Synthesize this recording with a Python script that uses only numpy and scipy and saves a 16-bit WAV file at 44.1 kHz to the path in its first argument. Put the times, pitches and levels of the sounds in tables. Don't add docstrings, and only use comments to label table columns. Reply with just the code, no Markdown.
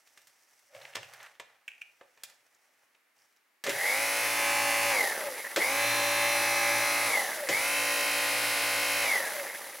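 import sys
import numpy as np
from scipy import signal
from scipy.fft import rfft, irfft, next_fast_len
from scipy.io import wavfile
from scipy.ndimage import uniform_filter1d

SR = 44100
rng = np.random.default_rng(int(sys.argv[2]) if len(sys.argv) > 2 else 0)


def log_audio(samples):
    frames = np.atleast_2d(samples).T
    limited = np.clip(frames, -1, 1)
    pcm = np.round(limited * 32767).astype(np.int16)
    wavfile.write(sys.argv[1], SR, pcm)


N = 432180
FULL_SPEED_HZ = 57.4

# (on [s], off [s], housing drone [dB], tooth whine [dB], bristle hiss [dB])
RUNS = [(3.641, 4.904, -36.5, -34.5, -33), (5.56, 7.06, -36, -34.5, -33), (7.489, 9.03, -36, -34, -33)]


def from_db(db):
    return 10 ** (np.asarray(db) / 20)


def rms_one(x):
    return x / np.sqrt(np.mean(x ** 2) + 1e-20)


def at_hz(points, hz):
    f, value = np.transpose(points)
    return np.interp(np.log(hz + 1e-6), np.log(f), value)


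def drift(rate, step=1):
    knots = rng.standard_normal(int(rate * N / SR) + 2)
    position = np.arange(0, N, step) * rate / SR
    return rms_one(np.interp(position, np.arange(len(knots)), knots))


def white():
    return rng.standard_normal((2, N))


def coloured(pair, spectrum, likeness=None):
    # (frequency [Hz], left-right likeness [0-1])
    usual_likeness = [(100, 1), (1000, 0.96), (2200, 1), (4500, 0.87), (14000, .87)]
    size = next_fast_len(N)
    hz = np.arange(size // 2 + 1) * SR / size
    alike = np.clip(at_hz(likeness or usual_likeness, hz), 0, 1)
    mid, side = rfft(pair, size) * from_db(at_hz(spectrum, hz))
    mid, side = mid * np.sqrt(1 + alike), side * np.sqrt(1 - alike)
    return rms_one(irfft(np.array([mid + side, mid - side]), size)[:, :N])


def burst(t60):
    t = np.arange(SR // 4) / SR
    return rng.standard_normal(len(t)) * from_db(-60 * t / t60)


def grains(per_s, spread_db):
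    happens = rng.random(N) < per_s / SR
    sizes = from_db(spread_db * np.minimum(rng.exponential(1, N), 3)) * happens
    return rms_one(sizes * rng.choice([-1, 1], (2, N)))


def add(track, s, sound):
    i = round(s * SR)
    track[i:i + len(sound)] += sound[:N - i]


def swell(start_s, end_s, attack_s, t60):
    t = np.arange(N) / SR
    rise = np.clip(1 + (t - start_s) / attack_s, 0, 1) ** 2
    return rise * from_db(-60 * np.clip((t - end_s) / t60, 0, 2))


def resonate(x, hz, width_hz):
    r = np.exp(-np.pi * width_hz / SR)
    top = np.array([1, 0, -1]) * (1 - r * r) / 2
    return signal.lfilter(top, [1, -2 * r * np.cos(2 * np.pi * hz / SR), r * r], x + 1e-18)


def resonate_twice(x, hz, width_hz):
    return resonate(resonate(x, hz, width_hz), hz, width_hz)


def ring(force, modes):
    out = 0
    for hz, level_db, t60 in modes:
        r, w = from_db(-60 / (max(t60, .004) * SR)), 2 * np.pi * hz / SR
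        mode = signal.lfilter([0, np.sin(w)], [1, -2 * r * np.cos(w), r * r], force + 1e-18)
        out = out + from_db(level_db) * mode
    return out


def without_bass(x, edge_hz):
    return signal.sosfilt(signal.butter(4, edge_hz, "high", fs=SR, output="sos"), x)


def tone(turns, order, flutter_db, flutter_rate, wobble=0):
    angle = 2 * np.pi * order * turns + wobble * drift(flutter_rate)
    return rms_one(np.sin(angle) * from_db(flutter_db * drift(flutter_rate)))


def workshop(x, wet_db=-11.5, t60=0.42, wall_hz=7000):
    t = np.arange(SR // 2) / SR
    mid, side = rng.standard_normal((2, len(t))) * from_db(-60 * t / t60) * (t > .004)
    dull = signal.butter(1, wall_hz, fs=SR, output="sos")
    tail = signal.sosfilt(dull, [mid + .5 * side, mid - .5 * side])
    tail /= np.sqrt(np.sum(tail ** 2) / 2)
    return x + from_db(wet_db) * signal.fftconvolve(x[None], tail, axes=1)[:, :N]


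def room_hiss(level_db=-71.5):
    # (frequency [Hz], relative level [dB per Hz])
    hiss_colour = [(40, -50), (100, -30), (260, -4.5), (550, -3), (1100, -1), (2100, 3), (3200, -7.5),
                   (6000, -11), (8000, -13), (10600, -11), (15800, -14.5)]
    # (frequency [Hz], left-right likeness [0-1])
    room_likeness = [(60, 0.48), (180, 0.79), (550, 0.39), (1650, 0.64), (4970, 0.56), (15000, 0.82)]
    return from_db(level_db) * coloured(white(), hiss_colour, room_likeness)


def stroke_gains(attack_s=0.068, t60=0.55):
    # (start [s], end [s], plastic rubbing [dB], glove rustle [dB])
    strokes = [(0.0, 0.7, -72, -68.5), (0.758, 0.9, -54, -61), (0.99, 1.072, -56.5, -62),
               (1.134, 1.247, -53, -63), (1.457, 1.557, -66, -78), (1.68, 2.853, -73, -75.5),
               (2.22, 2.326, -65.5, -72), (3.19, 3.253, -71, -71)]
    power = 0
    for start, end, *levels_db in strokes:
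        power = power + np.outer(from_db(levels_db), swell(start, end, attack_s, t60)) ** 2
    return np.sqrt(power)


def mat_judder(hz=560, width_hz=90):
    # (start [s], end [s], level [dB])
    judder = (0.747, 0.794, -54.5)
    start, end, level_db = judder
    noise = resonate_twice(white()[0], hz, width_hz)
    return rms_one(noise) * from_db(level_db) * swell(start, end, attack_s=0.068, t60=0.55)


def handling(rub_db=-2.0, glove_db=-1.0, stutter_db=1.5, smooth_db=-2.0):
    # (frequency [Hz], relative level [dB per Hz])
    rub_colour = [(35, -66), (60, -46), (107, -7), (168, -26), (311, -23), (584, -1), (651, -4), (809, 1),
                  (1040, -8), (1140, -4), (1580, -4.5), (1790, 0), (4500, -16), (5850, -40), (9900, -120)]
    # (frequency [Hz], relative level [dB per Hz])
    glove_colour = [(1760, -23), (3000, -2), (3850, -7), (4400, 0), (5810, 7), (6860, 1), (7670, 2),
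                    (15800, -6.5)]
    plastic, rustle = stroke_gains()
    stutter = from_db(stutter_db * drift(60))
    slips = grains(per_s=650, spread_db=3.5) + from_db(smooth_db) * white()
    rub = coloured(slips * stutter, rub_colour) * plastic * from_db(rub_db)
    creases = grains(per_s=900, spread_db=3.0) + white()
    gloves = coloured(creases * stutter, glove_colour) * rustle * from_db(glove_db)
    return rub + mat_judder() + gloves


def scrapes(centre_hz=1300, width_hz=1500, attack_s=0.017, t60=0.11):
    # (start [s], end [s], level [dB])
    scrape_times = [(1.133, 1.16, -58), (1.227, 1.246, -51), (1.265, 1.268, -56)]
    grit = resonate_twice(grains(per_s=1500, spread_db=4.0)[0], centre_hz, width_hz)
    gain = sum(from_db(db) * swell(start, end, attack_s, t60) for start, end, db in scrape_times)
    return rms_one(grit) * gain


def ticks(t60=0.011, width_hz=1100):
    # (time [s], peak level [dB], pitch [Hz])
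    tick_times = [(0.75, -41, 1900), (0.765, -51, 2800), (0.816, -46, 3900), (0.829, -49, 2300),
                  (0.851, -46, 2080), (0.853, -31.5, 1820), (0.936, -39, 2700), (0.957, -30, 5200),
                  (1.031, -36, 1950), (1.045, -48, 2300), (1.137, -47, 5900), (1.147, -44, 1150),
                  (1.202, -42, 1300), (1.236, -47, 1500), (1.243, -42, 1700), (1.265, -46, 2200),
                  (2.549, -57, 6300), (2.951, -52, 2200), (3.189, -58, 5200), (3.22, -58, 5100),
                  (3.371, -60, 5300)]
    out = np.zeros(N)
    for s, peak_db, hz in tick_times:
        tick = resonate_twice(burst(t60), hz, width_hz)
        add(out, s, tick / np.abs(tick).max() * from_db(peak_db))
    return out


def joint_snaps(level_db=10.0, crack_db=-18.5, tail_db=-29.0, tail_t60=0.25):
    # (time [s], relative level [dB], 60 dB decay [s])
    snaps = [(1.679, -29, 0.031), (1.687, -36, 0.022), (1.716, -45, .025), (1.732, -52, .04),
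             (1.75, -49, .015), (1.779, -51, 0.036), (1.813, -43, .05), (1.817, -33.5, 0.033),
             (1.824, -45, .02)]
    # (frequency [Hz], half the width used [Hz], relative level [dB])
    joint = [(1630, 97, -8), (2360, 280, -1.5), (2520, 260, 1.5), (6040, 1900, -22.5), (8700, 800, -28)]
    slip, tail = np.zeros(N), np.zeros(N)
    for s, peak_db, t60 in snaps:
        add(slip, s, burst(t60) * from_db(peak_db))
        add(tail, s, burst(tail_t60) * from_db(peak_db + tail_db))
    tail *= from_db(4 * drift(220))
    neck = sum(from_db(db) * resonate_twice(slip + tail, hz, 2 * width) for hz, width, db in joint)
    return from_db(level_db) * neck + from_db(crack_db) * without_bass(slip, edge_hz=490)


def knocks(rows, level_db, bass_t60, treble_t60, shell_db, snap_db=4.0, snap_t60=0.027):
    # (low edge [Hz], high edge [Hz])
    knock_bands = [(95, 150), (420, 1200), (1200, 3500), (3500, 8000), (8000, 15000)]
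    crack_colour = (-11, -1.5, -1, -7.5)
    # (frequency [Hz], relative level [dB], 60 dB decay [s])
    shell = [(564, -9.5, .14), (954, -14, .12), (1414, -8, .06), (1747, 9, 0.047), (2037, 7.5, 0.056),
             (2420, -9, 0.41), (2740, -3.5, 0.078), (3350, -1.5, .07), (5200, 0.5, .06)]
    out = np.zeros(N)
    octaves = np.log2(knock_bands).mean(axis=1)
    middle = octaves[2]
    for k, t60 in enumerate(np.geomspace(bass_t60, treble_t60, len(knock_bands))):
        band = signal.butter(3, knock_bands[k], "band", fs=SR, output="sos")
        for s, hit_db, bright_db, thud_db in rows:
            band_db = thud_db
            if k > 0:
                band_db = hit_db + crack_colour[k - 1] + bright_db * (octaves[k] - middle)
            crack = signal.sosfilt(band, burst(t60) + from_db(snap_db) * burst(snap_t60))
            loudness = np.std(crack[:SR // 50])
            add(out, s, crack / loudness * from_db(band_db + level_db))
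    for s, hit_db, bright_db, thud_db in rows:
        modes = [(hz, db + bright_db * (np.log2(hz) - middle), t60) for hz, db, t60 in shell]
        add(out, s, from_db(hit_db + shell_db) * ring(signal.unit_impulse(SR // 2), modes))
    return out


def part_knocks():
    # (time [s], level [dB], brightness [dB per octave], bench thud [dB])
    knock_times = [(0.073, -60, 1, -96), (0.175, -51.5, -1, -95), (0.217, -65, 3, -97),
                   (0.271, -61.5, 5, -79), (0.593, -70, 5.5, -99), (0.748, -49, -5, -59),
                   (0.819, -52, -5, -62), (0.85, -49, -5.5, -75), (0.95, -44, -3, -72),
                   (0.954, -31.5, -2, -58), (0.967, -35.5, -5.5, -55), (1.029, -47.5, -3, -62),
                   (1.136, -54.5, 4.5, -81), (1.229, -53, 2, -82), (1.261, -57, 1, -90),
                   (1.398, -38.5, -4, -75), (2.011, -52, -11, -94), (2.175, -57.5, -5.5, -98),
                   (2.235, -41.5, 4, -101), (2.298, -56, 1, -98), (2.546, -74, 4, -102),
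                   (2.948, -65, -4, -100), (3.325, -72, 1, -103), (3.363, -70, 2.5, -108)]
    return knocks(knock_times, level_db=-8.5, bass_t60=0.12, treble_t60=0.067, shell_db=-13.0)


def drive_jolts():
    # (time [s], level [dB], brightness [dB per octave], bench thud [dB])
    jolt_times = [(3.639, -35, 0, -57), (3.665, -31, -3.5, -50), (3.693, -31.5, 0, -54),
                  (5.561, -27.5, -0.5, -68), (5.57, -30.5, -5, -72), (7.488, -27, -1.5, -44)]
    return knocks(jolt_times, level_db=-5.0, bass_t60=0.35, treble_t60=0.092, shell_db=-9.0, snap_db=-6.0)


def shudders(ring_hz=560, rumble_db=-3.0, rumble_hz=370, rumble_width_hz=380):
    # (start [s], end [s], level of the ringing [dB])
    shudder_times = [(3.657, 3.695, -40), (3.681, 3.685, -36), (5.572, 5.581, -28.5), (7.495, 7.504, -33.5)]
    ringing = tone(np.arange(N) / SR, ring_hz, flutter_db=2.0, flutter_rate=160, wobble=0.7)
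    rumble = rms_one(resonate_twice(white()[0], rumble_hz, rumble_width_hz))
    gain = sum(from_db(db) * swell(start, end, attack_s=0.008, t60=0.093) for start, end, db in shudder_times)
    return (ringing + from_db(rumble_db) * rumble) * gain


def flutters(width_hz=300, attack_s=.015, t60=0.089):
    # (start [s], end [s], pitch [Hz], level [dB])
    flutter_times = [(5.361, 5.41, 2120, -46), (5.45, 5.451, 1860, -35.5), (5.465, 5.473, 1940, -49),
                     (7.355, 7.365, 1850, -39), (9.486, 9.56, 2080, -49), (9.6, 9.616, 1965, -47)]
    taps, out = grains(per_s=400, spread_db=2.0)[0], 0
    for start, end, hz, level_db in flutter_times:
        run = rms_one(resonate_twice(taps, hz, width_hz))
        out = out + run * from_db(level_db) * swell(start, end, attack_s, t60)
    return out


def bar_speed(wander=0.0008, coast_s=0.575):
    # (time [s], speed [turns per s])
    spin_ups = [
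        [(3.69, 31), (3.75, 38.5), (3.95, 53.2), (4.0, 55.2), (4.06, 56.3), (4.2, 56.86), (4.9, 56.75)],
        [(5.58, 37), (5.61, 45.5), (5.65, 50.5), (5.7, 54), (5.75, 56), (5.8, 56.9), (5.9, 57.4), (6.2, 57.48)],
        [(7.5, 40), (7.52, 45), (7.55, 49.5), (7.6, 54), (7.65, 56.1), (7.7, 57), (7.8, 57.43), (9.0, 57.25)],
    ]
    t, speed = np.arange(N) / SR, np.ones(N)
    for (on, off, *levels), spin_up in zip(RUNS, spin_ups):
        i = round(on * SR)
        run_up = [(on, speed[i])] + spin_up
        driven = np.interp(np.minimum(t[i:], off), *np.transpose(run_up))
        speed[i:] = driven * np.exp(-np.maximum(t[i:] - off, 0) / coast_s)
    return speed * (1 + wander * drift(5))


def off_speed(speed):
    return np.clip(9 * (1 - speed / FULL_SPEED_HZ), 0, 1)


def hand_pressure():
    # (time [s], pressure [0-1])
    press = [(3.95, 0.6), (4.12, 0.34), (4.33, 0.5), (4.5, 1), (4.95, 0.9), (5.2, 0.54), (5.7, 0.92),
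             (6.75, 0.96), (6.95, 0.58), (7.5, 0.35)]
    return np.clip(np.interp(np.arange(N) / SR, *np.transpose(press)), 0, 1)


def running_levels(speed, press, powered, loud_above_hz=46.7, deepest=0.7):
    # (drone [dB], whine [dB], hiss [dB])
    pulling_loss = (28, 18, 27)
    # (drone [dB], whine [dB], hiss [dB])
    coasting_loss = (25.5, 29.5, 16)
    on, off, drone_db, whine_db, hiss_db = np.transpose(RUNS)
    run = np.maximum(np.searchsorted(on, np.arange(N) / SR) - 1, 0)
    slowness = np.clip(1 - speed / loud_above_hz, 0, deepest)
    slope = np.outer(pulling_loss, powered) + np.outer(coasting_loss, 1 - powered)
    drone_loss, whine_loss, hiss_loss = slowness * slope
    drone = drone_db[run] + 5.5 * press - drone_loss
    whine = whine_db[run] + 3 * press - whine_loss
    return drone, whine, hiss_db[run] - hiss_loss


def housing_db(hz, bass_hz=330):
    # (frequency [Hz], width [Hz], lift [dB])
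    housing = [(548, 310, 14), (814, 67, 8.5), (2040, 560, 17)]
    peaks = sum(db / (1 + (2 * (hz - f) / width) ** 2) for f, width, db in housing)
    return peaks - 10 * np.log10(1 + (bass_hz / hz) ** 4)


def contact_phases(count, scatter):
    steps = scatter * rng.standard_normal((count // 2, 2))
    return (rng.uniform(0, 2 * np.pi, 2) + np.cumsum(steps, axis=0)).ravel()


def drive_lines(turns, speed, press, drone_db, whine_db, drone_trim_db=-2.5, waver_db=1.5, flutter_db=1.44,
                throb_db=2.0, throb_hz=3.45, hum_fade_db=47.0, hum_below_hz=450):
    # (multiple of the turning rate, relative level [dB])
    firm_orders = [(1, -64), (2, -14), (3, -31.5), (4, -21), (5, -10), (6, -14.5), (7, -57), (8, -21.5),
                   (9, -23.5), (10, 2), (11, -16), (12, -10.5), (13, -15.5), (14, 0.5), (15, -2),
                   (16, -14.5), (17, -11), (18, -3), (19, -4), (20, -9.5), (21, -8), (22, -6), (23, -11.5),
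                   (24, -21), (25, -10), (26, -17.5), (27, -6.5), (28, -8.5), (29, -3), (30, -7.5),
                   (31, -4.5), (32, -8), (33, -9.5), (34, -22), (35, -0.5), (36, -0.5), (37, -5.5),
                   (38, -3), (39, -7.5), (40, -17), (41, 1), (42, -9.5), (43, -5.5), (44, -15), (45, -2.5),
                   (46, -12), (47, -8), (48, -14)]
    # (multiple of the turning rate, relative level [dB])
    light_orders = [(1, -60), (2, -21), (3, -23.5), (4, -33), (5, -9.5), (6, -18), (7, -25), (8, -8),
                    (9, 4.5), (10, -5), (11, -8), (12, -8), (13, -3), (14, -14), (15, -8), (16, -9),
                    (17, -15), (18, -5), (19, -16), (20, -10.5), (21, -12), (22, -10.5), (23, -13),
                    (24, -3), (25, -4), (26, -0.5), (27, -8), (28, -4), (29, -14), (30, -10), (31, -13),
                    (32, -7), (33, 4), (34, -3), (35, -9), (36, 1.5), (37, 2), (38, 4.5), (39, 2),
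                    (40, -29), (41, -7), (42, 4), (43, 1), (44, 7.5), (45, -0.5), (46, 5), (47, -14),
                    (48, -4)]
    step = 64
    coarse = np.arange(0, N, step)
    share_lost = 1 - speed[coarse] / FULL_SPEED_HZ
    firm_db, light_db = (np.array(table)[:, 1:] for table in (firm_orders, light_orders))
    orders = np.arange(1, len(firm_db) + 1)[:, None]
    level_db = light_db + press[coarse] * (firm_db - light_db)
    low = orders[:, 0] <= 26
    for group, group_db in ((low, drone_db + drone_trim_db), (~low, whine_db)):
        total_db = 10 * np.log10(np.sum(from_db(level_db[group]) ** 2, axis=0))
        level_db[group] += group_db[coarse] - total_db
    level_db += housing_db(orders * speed[coarse]) - housing_db(orders * FULL_SPEED_HZ)
    level_db += [waver_db * drift(3, step) + flutter_db * drift(25, step) for k in orders]
    level_db -= hum_fade_db * share_lost / (1 + (orders * FULL_SPEED_HZ / hum_below_hz) ** 4)
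    started = np.max([on * (coarse / SR > on) for on, *rest in RUNS], axis=0)
    level_db[1] += throb_db * np.sin(2 * np.pi * throb_hz * (coarse / SR - started))
    phases = contact_phases(count=len(orders), scatter=1.9)
    out, angle = np.zeros(N), (2 * np.pi * (turns % 1)).astype(np.float32)
    for k, gain in enumerate(from_db(level_db), 1):
        out += np.repeat(gain, step)[:N] * np.sin(k * angle + float(phases[k - 1]))
    return np.sqrt(2) * out


def passing(hz, centre_hz, width_hz):
    return np.exp(-(2 * (hz - centre_hz) / width_hz) ** 2)


def gliding_whines(turns, speed, coasting, drone_db, whine_db, low_peak_db=-6.0, pulley_db=4.0):
    # (multiple of the turning rate, while pulling [dB], while coasting [dB])
    mesh_lines = [(42, -4.5, -11), (44, 0.5, 1.5), (45, -13, -4), (46, -5.5, -8), (48, -0.5, -8)]
    mesh = 0
    for order, pulling_db, coasting_db in mesh_lines:
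        hz = order * speed
        gain = passing(hz, centre_hz=2124, width_hz=380)
        gain += coasting * from_db(low_peak_db) * passing(hz, centre_hz=1710, width_hz=460)
        line = tone(turns, order, flutter_db=2.5, flutter_rate=90, wobble=0.4 + 0.25 * coasting)
        mesh = mesh + line * gain * from_db(pulling_db + coasting * (coasting_db - pulling_db))
    pulley_order = 19
    pulley = tone(turns, pulley_order, flutter_db=3.0, flutter_rate=99, wobble=0.5) * coasting
    pulley *= passing(pulley_order * speed, centre_hz=573, width_hz=117)
    return mesh * off_speed(speed) * from_db(whine_db) + pulley * from_db(drone_db + pulley_db)


def whistles(turns, speed):
    # (start [s], end [s], approximate pitch [Hz], relative level [dB])
    whistle_times = [(4.05, 4.92, 2613, -43), (4.45, 4.92, 2783, -43), (4.293, 4.92, 3510, -54),
                     (4.35, 4.92, 4450, -49), (4.45, 4.92, 4942, -57), (4.0, 4.92, 3980, -51),
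                     (4.45, 4.92, 4280, -56), (4.45, 4.92, 4771, -55), (4.45, 4.92, 6530, -51),
                     (4.5, 4.92, 7385, -51), (5.85, 6.8, 2816, -54), (5.85, 6.9, 3110, -54),
                     (5.85, 6.8, 3540, -50), (5.85, 6.9, 3600, -51), (5.85, 6.8, 3760, -50.5),
                     (5.85, 6.9, 4090, -43.5), (5.85, 6.9, 5030, -55), (5.85, 6.9, 5856, -46),
                     (5.85, 6.9, 5936, -61), (7.75, 9.05, 2813, -51.5), (7.75, 9.05, 3038, -53),
                     (7.75, 9.05, 3096, -48), (7.75, 9.05, 3775, -51.5), (7.9, 9.05, 4000, -55),
                     (7.9, 9.05, 4420, -60), (7.9, 9.05, 4930, -57), (7.9, 9.05, 5504, -49.5),
                     (7.9, 9.05, 6340, -58)]
    out = 0
    for start, end, hz, level_db in whistle_times:
        order = round(hz / speed[round((start + end) / 2 * SR)])
        line = tone(turns, order, flutter_db=1.5, flutter_rate=9, wobble=0.15)
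        out = out + line * from_db(level_db) * swell(start, end, attack_s=0.23, t60=0.74)
    return out


def each_turn(turns, pattern):
    return np.interp(turns % 1, np.linspace(0, 1, len(pattern) + 1), np.append(pattern, pattern[0]))


def tooth_buzz(turns, count=290, change_rate=1.186):
    lines = np.exp(2j * np.pi * rng.random((3, 2, count)))
    clusters = rms_one(uniform_filter1d(rng.standard_normal((3, 1, count)), 4))
    lines *= from_db(3 * clusters)
    weights = np.array([drift(change_rate) for track in lines])
    weights /= np.linalg.norm(weights, axis=0)
    out = 0
    for weight, track in zip(weights, lines):
        out = out + weight * np.array([each_turn(turns, irfft(side, 16 * count)) for side in track])
    return out


def contact_pressure(turns, depth_db, count=14):
    pattern = rms_one(rng.standard_normal(count))
    return rms_one(from_db(depth_db * each_turn(turns, pattern)))


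def rattle(slack_share):
    return from_db(slack_share * (1.7 * drift(170) + 1.2 * drift(45)))


def brush_head(churn_db=-11.5, chatter_db=-6.5, hiss_db=-3.5, buzz_db=-4.0, coast_churn_db=11.0,
               coast_chatter_db=9.0, coast_hiss_db=1.5, coast_lines_db=1.0, line_fade=2.55,
               glide_loss_db=4.5, reflection_db=-21.0):
    # (frequency [Hz], relative level [dB per Hz])
    churn_colour = [(40, -59), (90, -21), (200, -10.5), (330, -2), (450, -0.5), (560, 9), (680, 1),
                    (820, 5), (1050, 0.5), (1400, 0.5), (1700, -29), (2400, -42)]
    # (frequency [Hz], relative level [dB per Hz])
    chatter_colour = [(900, -37), (1350, -11.5), (1600, 0), (1850, 2.5), (2080, 4), (2350, -5.5),
                      (2650, -5.5), (3000, -42), (4000, -42)]
    # (frequency [Hz], relative level [dB per Hz])
    bristle_colour = [(1650, -35.5), (2800, -3), (3240, -4.5), (3930, -3.5), (4680, -5.5), (4820, -1.5),
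                      (5260, -7), (5690, -2.5), (6770, -6), (8240, -6.5), (9180, -4.5), (10100, 2),
                      (12800, -5.5), (14900, -7.5), (15800, -8.5)]
    t = np.arange(N) / SR
    speed = bar_speed()
    press = hand_pressure()
    powered = uniform_filter1d(sum(1.0 * (t > on) * (t < off) for on, off, *rest in RUNS), SR // 50)
    coasting = 1 - powered
    drone_db, whine_db, bristle_db = running_levels(speed, press, powered)
    regular = (speed / FULL_SPEED_HZ) ** line_fade * from_db(coast_lines_db * coasting)
    slack = np.clip(2 * (1 - speed / FULL_SPEED_HZ), 0, 1)
    loose = coasting * np.sqrt(slack)
    turns = np.cumsum(speed * (1 + 0.000939 * drift(60))) / SR

    lines = drive_lines(turns, speed, press, drone_db, whine_db - glide_loss_db * off_speed(speed)) * regular
    lines += gliding_whines(turns, speed, coasting, drone_db, whine_db)
    lines += whistles(turns, speed) * regular ** 2
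    lines = lines + from_db(reflection_db) * np.roll(lines, SR // 310) * [[1], [-1]]

    teeth = contact_pressure(turns, depth_db=2.0) * from_db(drift(70))
    churn = coloured(white() * teeth * rattle(loose), churn_colour)
    churn *= from_db(drone_db + churn_db + coast_churn_db * loose)
    chatter = coloured(white() * teeth * rattle(loose), chatter_colour)
    chatter *= from_db(whine_db + chatter_db + coast_chatter_db * slack)

    bristles = contact_pressure(turns, depth_db=1.0, count=18) * np.sqrt(rattle(loose))
    hiss = coloured(white() * bristles, bristle_colour)
    hiss *= from_db(bristle_db + hiss_db + coast_hiss_db * slack)
    soften = signal.butter(1, 7500, fs=SR, output="sos")
    buzz = signal.sosfilt(soften, coloured(tooth_buzz(turns) * bristles, bristle_colour))
    buzz = rms_one(buzz) * from_db(bristle_db + buzz_db) * regular
    treble = (hiss + buzz) * from_db([[-.35], [.35]])
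    return (lines + churn + chatter + treble) * (t > RUNS[0][0])


def scene():
    clicks = workshop(part_knocks() + ticks())
    snaps = workshop(joint_snaps(), wet_db=-12.5)
    hands = without_bass(clicks + snaps + handling() + scrapes(), edge_hz=102)
    hands = hands * from_db([[-.5], [.5]])
    jolts = without_bass(workshop(drive_jolts() + shudders() + flutters()), edge_hz=137)
    return room_hiss() + hands + jolts + brush_head()


def record(dry):
    return signal.sosfilt(signal.ellip(12, .1, 80, 15850, fs=SR, output="sos"), dry)


dry = scene()
out = record(dry)
log_audio(out)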